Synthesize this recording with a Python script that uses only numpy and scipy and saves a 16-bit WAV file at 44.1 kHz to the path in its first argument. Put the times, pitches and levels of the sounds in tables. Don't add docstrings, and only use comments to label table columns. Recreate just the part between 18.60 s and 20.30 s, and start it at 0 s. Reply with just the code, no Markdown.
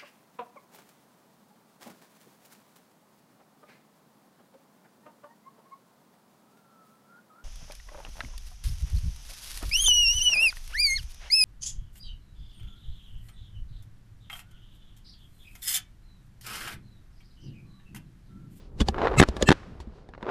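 import sys
import numpy as np
from scipy import signal
from scipy.fft import rfft, irfft
from scipy.io import wavfile

SR = 44100
rng = np.random.default_rng(int(sys.argv[2]) if len(sys.argv) > 2 else 0)


def generate_wav(signal):
    frames = np.transpose(np.atleast_2d(signal))
    scaled = np.clip(frames, -1, 1) * 32767
    pcm = np.round(scaled).astype(np.int16)
    wavfile.write(sys.argv[1], SR, pcm)


N = 74970
T = np.arange(N) / SR

# time in seconds, level in dB.
WIND_LEVEL = [(0, -48), (0.23, -35.5), (0.6, -30.5), (0.7, -39.5), (0.86, -33.5), (0.98, -44.5),
              (1.1, -39.5), (1.35, -50.5), (1.7, -50)]
# frequency in Hz, relative level in dB.
WIND_SPECTRUM = [(20, 1), (70, -5.5), (300, -18.5), (2000, -62)]
# frequency in Hz, relative level in dB.
AIR_SPECTRUM = [(180, 3.5), (500, -9), (2000, -35), (16000, -57.5)]
# time in seconds, level in dB.
FAR_HISS_LEVEL = [(0, -62.5), (0.06, -67), (0.12, -82), (1.22, -84), (1.37, -66.5), (1.47, -76),
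                  (1.7, -75.5)]
# frequency in Hz, relative level in dB.
FAR_HISS_SPECTRUM = [(800, -8.5), (4500, -8.5), (8000, -22.5), (15000, -32.5)]
# frequency in Hz, relative level in dB.
WASH_SPECTRUM = [(100, 2.5), (1500, -2.5), (5500, -17.5), (15000, -44.5)]

# time in seconds, level in dB.
RUB_LEVEL = [(0.2, -64), (0.32, -49), (0.385, -28.5), (0.41, -32), (0.455, -19), (0.48, -32), (0.55, -28),
             (0.67, -52), (0.8, -40), (0.96, -57), (1.58, -60.5), (1.695, -26.5)]
# frequency in Hz, relative level in dB.
RUB_SPECTRUM = [(80, -11.5), (220, -3.5), (380, 12), (1250, -1.5), (2200, -14), (3800, -24), (6000, -34.5),
                (15000, -66)]
# start in seconds, level in dB, pitch in Hz.
GEAR_SLIPS = [(0.344, -20.5, 1400), (0.382, -15.5, 840), (0.392, -25.5, 880), (0.4062, -21.5, 820),
              (0.417, -10.5, 990), (0.4298, -19, 700), (0.455, -12.5, 845), (0.471, -7.5, 990),
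              (0.4812, -14.5, 1240), (0.5399, -18.5, 915), (1.032, -35, 1300), (1.336, -50.5, 916),
              (1.385, -44.5, 950), (1.537, -30, 1500), (1.549, -32, 1240), (1.578, -32.5, 575),
              (1.609, -34.5, 804), (1.6281, -25.5, 1980), (1.69, -17, 1150)]

# start in seconds, knock pitch in Hz, knock level in dB,
# crack level in dB, crack T60 in seconds, thud level in dB, thump level in dB.
PUMP_CLACKS = [(0.201, 440, -25.5, -31, 0.034, -61, -50.5), (0.2055, 407, -20, -23, 0.041, -37, -29),
               (0.2109, 203, -27, -57, 0.018, -14, -11.5), (0.2146, 414, -17, -28.5, 0.03, -60, -33),
               (0.286, 786, -15.5, -15, 0.0088, -20, -16.5), (0.6867, 683, -27.5, -23, 0.014, -25.5, -16.5),
               (0.7666, 356, -20.5, -30, 0.022, -31.5, -27), (0.8246, 516, -10.5, -12, 0.012, -19, -18),
               (1.202, 934, -39, -43.5, 0.092, -49, -30), (1.273, 203, -50.5, -70, 0.018, -34, -30.5),
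               (1.4891, 757, -41, -50, 0.022, -53, -37.5), (1.6274, 980, -30.5, -43, 0.004, -32.5, -66)]
# frequency in Hz, relative level in dB.
CRACK_SPECTRUM = [(200, 10), (2200, -5.5), (4400, -5.5), (9000, -16), (16000, -33)]
# frequency in Hz, gain in dB, T60 in seconds.
METAL_MODES = [(1720, -31.5, .06), (3000, -19, 0.018), (3500, -15.5, 0.012), (4150, -21.5, .04),
               (4950, -23, 0.02), (6960, -17, 0.013)]
# start in seconds, frequency in Hz, level in dB, T60 in seconds.
PART_RINGS = [(0.2042, 2937, -21, 0.017), (0.2145, 3400, -24, 0.03), (0.2852, 4480, -17, 0.009),
              (0.812, 591, -22.5, 0.078), (0.8233, 4920, -33, .05), (0.8249, 6700, -14.5, 0.0079)]
# frequency in Hz, gain in dB, T60 in seconds.
BODY_MODES = [(162, -44.5, 0.11), (212.7, -32.5, 0.03), (290.4, -27.5, 0.071), (372, -13, 0.031),
              (553.8, -30.5, 0.06), (1145, -34, 0.066), (1709, -26, 0.037), (2890, -35.5, 0.039),
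              (3680, -21.5, 0.01), (5100, -47, .04), (8150, -52, .05)]

# frequency in Hz, filter width in Hz, gain in dB.
SWELL_RESONANCES = [
    [(136, 53, 6.5), (1280, 84, -4), (2132, 120, -2.5), (2630, 150, -3.5), (3950, 180, -9.5),
     (5320, 350, -18), (6670, 750, -11), (7740, 340, -7.5), (9300, 73, -13)],
    [(314, 150, 5.5), (1764, 170, 3), (2690, 99, 3.5), (3120, 140, -3.5), (4170, 160, -12),
     (5340, 200, -15), (7060, 420, -7), (7840, 710, -6)],
]
# frequency in Hz, relative level in dB.
SWELL_SPECTRUM = [(500, -4.5), (4000, 1.5), (12000, -5), (16000, -16.5)]
# frequency in Hz, relative level in dB.
HISS_SPECTRUM = [(150, -6), (400, 6.5), (1700, 6), (2500, -5.5), (3700, -4), (6000, -12.5), (11000, -25.5),
                 (16000, -45)]
# tick gain in dB, gas lag in seconds, puff pitch in Hz,
# puff gain in dB, hiss gain in dB.
VALVE_OPENINGS = [(7, 0.0014, 157, 0.5, -3), (0, 0.0009, 250, 1, -10), (4, 0.00056, 390, 0.5, -9.5),
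                  (-15.5, .0005, 1710, -2.5, -13)]
# start in seconds, shot gain in dB, swell gain in dB.
SHOT_EVENTS = [(0.5988, -1, -21), (0.8883, -1.5, -30.5)]


def from_db(db):
    return 10 ** (np.asarray(db) / 20)


def level(rows):
    return from_db(np.interp(T, *np.transpose(rows)))


def colour(x, spectrum):
    hz, db = np.transpose(spectrum)
    bins_hz = np.maximum(np.fft.rfftfreq(N, 1 / SR), 1)
    gain = from_db(np.interp(np.log(bins_hz), np.log(hz), db))
    shaped = irfft(rfft(x) * gain, N)
    return shaped / shaped.std()


def noise(spectrum):
    return colour(rng.standard_normal(N), spectrum)


def cut(x, hz, kind):
    return signal.sosfilt(signal.butter(2, hz, kind, fs=SR, output="sos"), x)


def click(start_s):
    return 1.0 * (np.arange(N) == int(start_s * SR))


def decay(start_s, t60_s):
    return (T >= start_s) * 1000 ** (-np.maximum(T - start_s, 0) / t60_s)


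def burst(start_s, t60_s, rise_s=0.0004):
    return decay(start_s, t60_s) * (1 - np.exp(-((T - start_s) / rise_s) ** 2))


def ping(start_s, hz, t60_s):
    return decay(start_s, t60_s) * np.sin(2 * np.pi * hz * (T - start_s))


def ring(drive, modes):
    out = 0
    for k, (hz, db, t60_s) in enumerate(modes):
        radius = np.exp(-np.log(1000) / (t60_s * SR))
        angle = 2 * np.pi * hz / SR
        feedback = [1, -2 * radius * np.cos(angle), radius * radius]
        mode = signal.lfilter([0, np.sin(angle)], feedback, drive + 1e-18)
        out = out + (-1) ** k * from_db(db) * mode
    return out


def field(air_db=-58.5):
    wind = level(WIND_LEVEL) * noise(WIND_SPECTRUM)
    air = from_db(air_db) * noise(AIR_SPECTRUM)
    far_hiss = level(FAR_HISS_LEVEL) * noise(FAR_HISS_SPECTRUM)
    return wind + air + far_hiss


def tree_wash(level_db=-45, t60_s=1):
    power = sum(decay(start_s, t60_s) ** 2 for start_s, _, _ in SHOT_EVENTS)
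    return from_db(level_db) * np.sqrt(power) * noise(WASH_SPECTRUM)


def gear_rub(grains_per_s=700, spread_db=3, smooth_db=-7):
    grains = (rng.random(N) < grains_per_s / SR) * rng.choice([-1, 1], N)
    grains = grains * from_db(spread_db * np.minimum(rng.exponential(1, N), 2))
    smooth = from_db(smooth_db) * rng.standard_normal(N)
    return level(RUB_LEVEL) * colour(grains / grains.std() + smooth, RUB_SPECTRUM)


def gear_slips(t60_cycles=6.5, ring_db=-9.5, scuff_db=-12, lowpass_hz=2920):
    out, strikes, hiss = 0, 0, noise(HISS_SPECTRUM)
    for start_s, db, hz in GEAR_SLIPS:
        tap = from_db(db) * ping(start_s, hz, t60_cycles / hz)
        scuff = from_db(db + scuff_db) * hiss * burst(start_s, t60_s=0.029)
        out = out + tap + scuff
        strikes = strikes + from_db(db + ring_db) * click(start_s)
    return cut(out + ring(strikes, METAL_MODES), lowpass_hz, "low")


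def pump_clacks(swell_db=-17.5, swell_s=0.0096, chatter_db=-20, body_db=10.5):
    out, metal_drive, body_drive = 0, 0, 0
    hiss = noise(CRACK_SPECTRUM)
    for start_s, knock_hz, knock_db, crack_db, crack_t60_s, thud_db, thump_db in PUMP_CLACKS:
        swell = from_db(swell_db) * np.exp(-np.abs(T - start_s) / swell_s)
        crack = from_db(crack_db) * hiss * (burst(start_s, crack_t60_s) + swell)
        knock = from_db(knock_db) * ping(start_s, knock_hz, t60_s=0.031)
        thud = from_db(thud_db) * ping(start_s, hz=214.5, t60_s=0.066)
        thump = from_db(thump_db) * ping(start_s, hz=63, t60_s=0.11)
        out = out + crack + knock + thud + thump
        chatter = from_db(chatter_db) * hiss * decay(start_s, crack_t60_s)
        metal_drive = metal_drive + from_db(crack_db) * (click(start_s) + chatter)
        body_drive = body_drive + from_db(knock_db + body_db) * click(start_s)
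    parts = sum(from_db(db) * ping(start_s, hz, t60_s) for start_s, hz, db, t60_s in PART_RINGS)
    return out + parts + ring(metal_drive, METAL_MODES) + ring(body_drive, BODY_MODES)


def shot_swell(peak_s, resonances, rise_s=0.017, fall_s=0.009, hiss_db=-7.5):
    out = from_db(hiss_db) * noise(SWELL_SPECTRUM)
    envelope = np.exp(-((T - peak_s) / np.where(T < peak_s, rise_s, fall_s)) ** 2)
    for hz, width_hz, db in resonances:
        resonator = signal.iirpeak(hz, hz / width_hz, fs=SR)
        band = signal.lfilter(*resonator, signal.lfilter(*resonator, rng.standard_normal(N)))
        band_rms = np.sqrt(np.average(band ** 2, weights=envelope ** 2))
        out = out + from_db(db) * band / band_rms
    return out * envelope


def shot(start_s, flight_s=0.0162, restitution=0.71):
    tick_hz, tick_lowpass_hz, second_tick_db = 1500, 4050, -15
    tick_t60_s, puff_t60_cycles = 0.63 / tick_hz, 4.14
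    out, touch_s, gas = 0, start_s, noise(HISS_SPECTRUM)
    for tick_db, lag_s, puff_hz, puff_db, hiss_db in VALVE_OPENINGS:
        open_s = touch_s + lag_s
        ticks = ping(touch_s, tick_hz, tick_t60_s)
        ticks = ticks + from_db(second_tick_db) * ping(open_s, tick_hz, tick_t60_s)
        body = ring(click(touch_s), BODY_MODES)
        impact = from_db(tick_db) * cut(2 * ticks + body, tick_lowpass_hz, "low")
        puff = from_db(puff_db) * ping(open_s, puff_hz, puff_t60_cycles / puff_hz)
        hiss = from_db(hiss_db) * gas * burst(open_s, t60_s=0.017)
        out = out + impact + puff + hiss
        touch_s += flight_s
        flight_s *= restitution
    return out


def scene(side_db=-16.5, side_highpass_hz=10000):
    mid = pump_clacks() + gear_rub() + gear_slips() + field() + tree_wash()
    for (start_s, shot_db, swell_db), resonances in zip(SHOT_EVENTS, SWELL_RESONANCES):
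        mid += from_db(shot_db) * shot(start_s)
        mid += from_db(swell_db) * shot_swell(start_s, resonances)
    scatter = rng.standard_normal(size=64)
    treble = cut(mid, side_highpass_hz, "high")
    side = from_db(side_db) * signal.lfilter(scatter / np.linalg.norm(scatter), [1], treble)
    return np.array([mid + side, mid - side])


def record(dry, highpass_hz=22, lowpass_hz=11500, stopband_hz=16400):
    dry = cut(dry, highpass_hz, "high")
    clipped = dry / (1 + dry ** 6) ** (1 / 6)
    steep = signal.cheby2(12, 70, stopband_hz, fs=SR, output="sos")
    return signal.sosfilt(steep, cut(clipped, lowpass_hz, "low"))


dry = scene()
out = record(dry)
generate_wav(out)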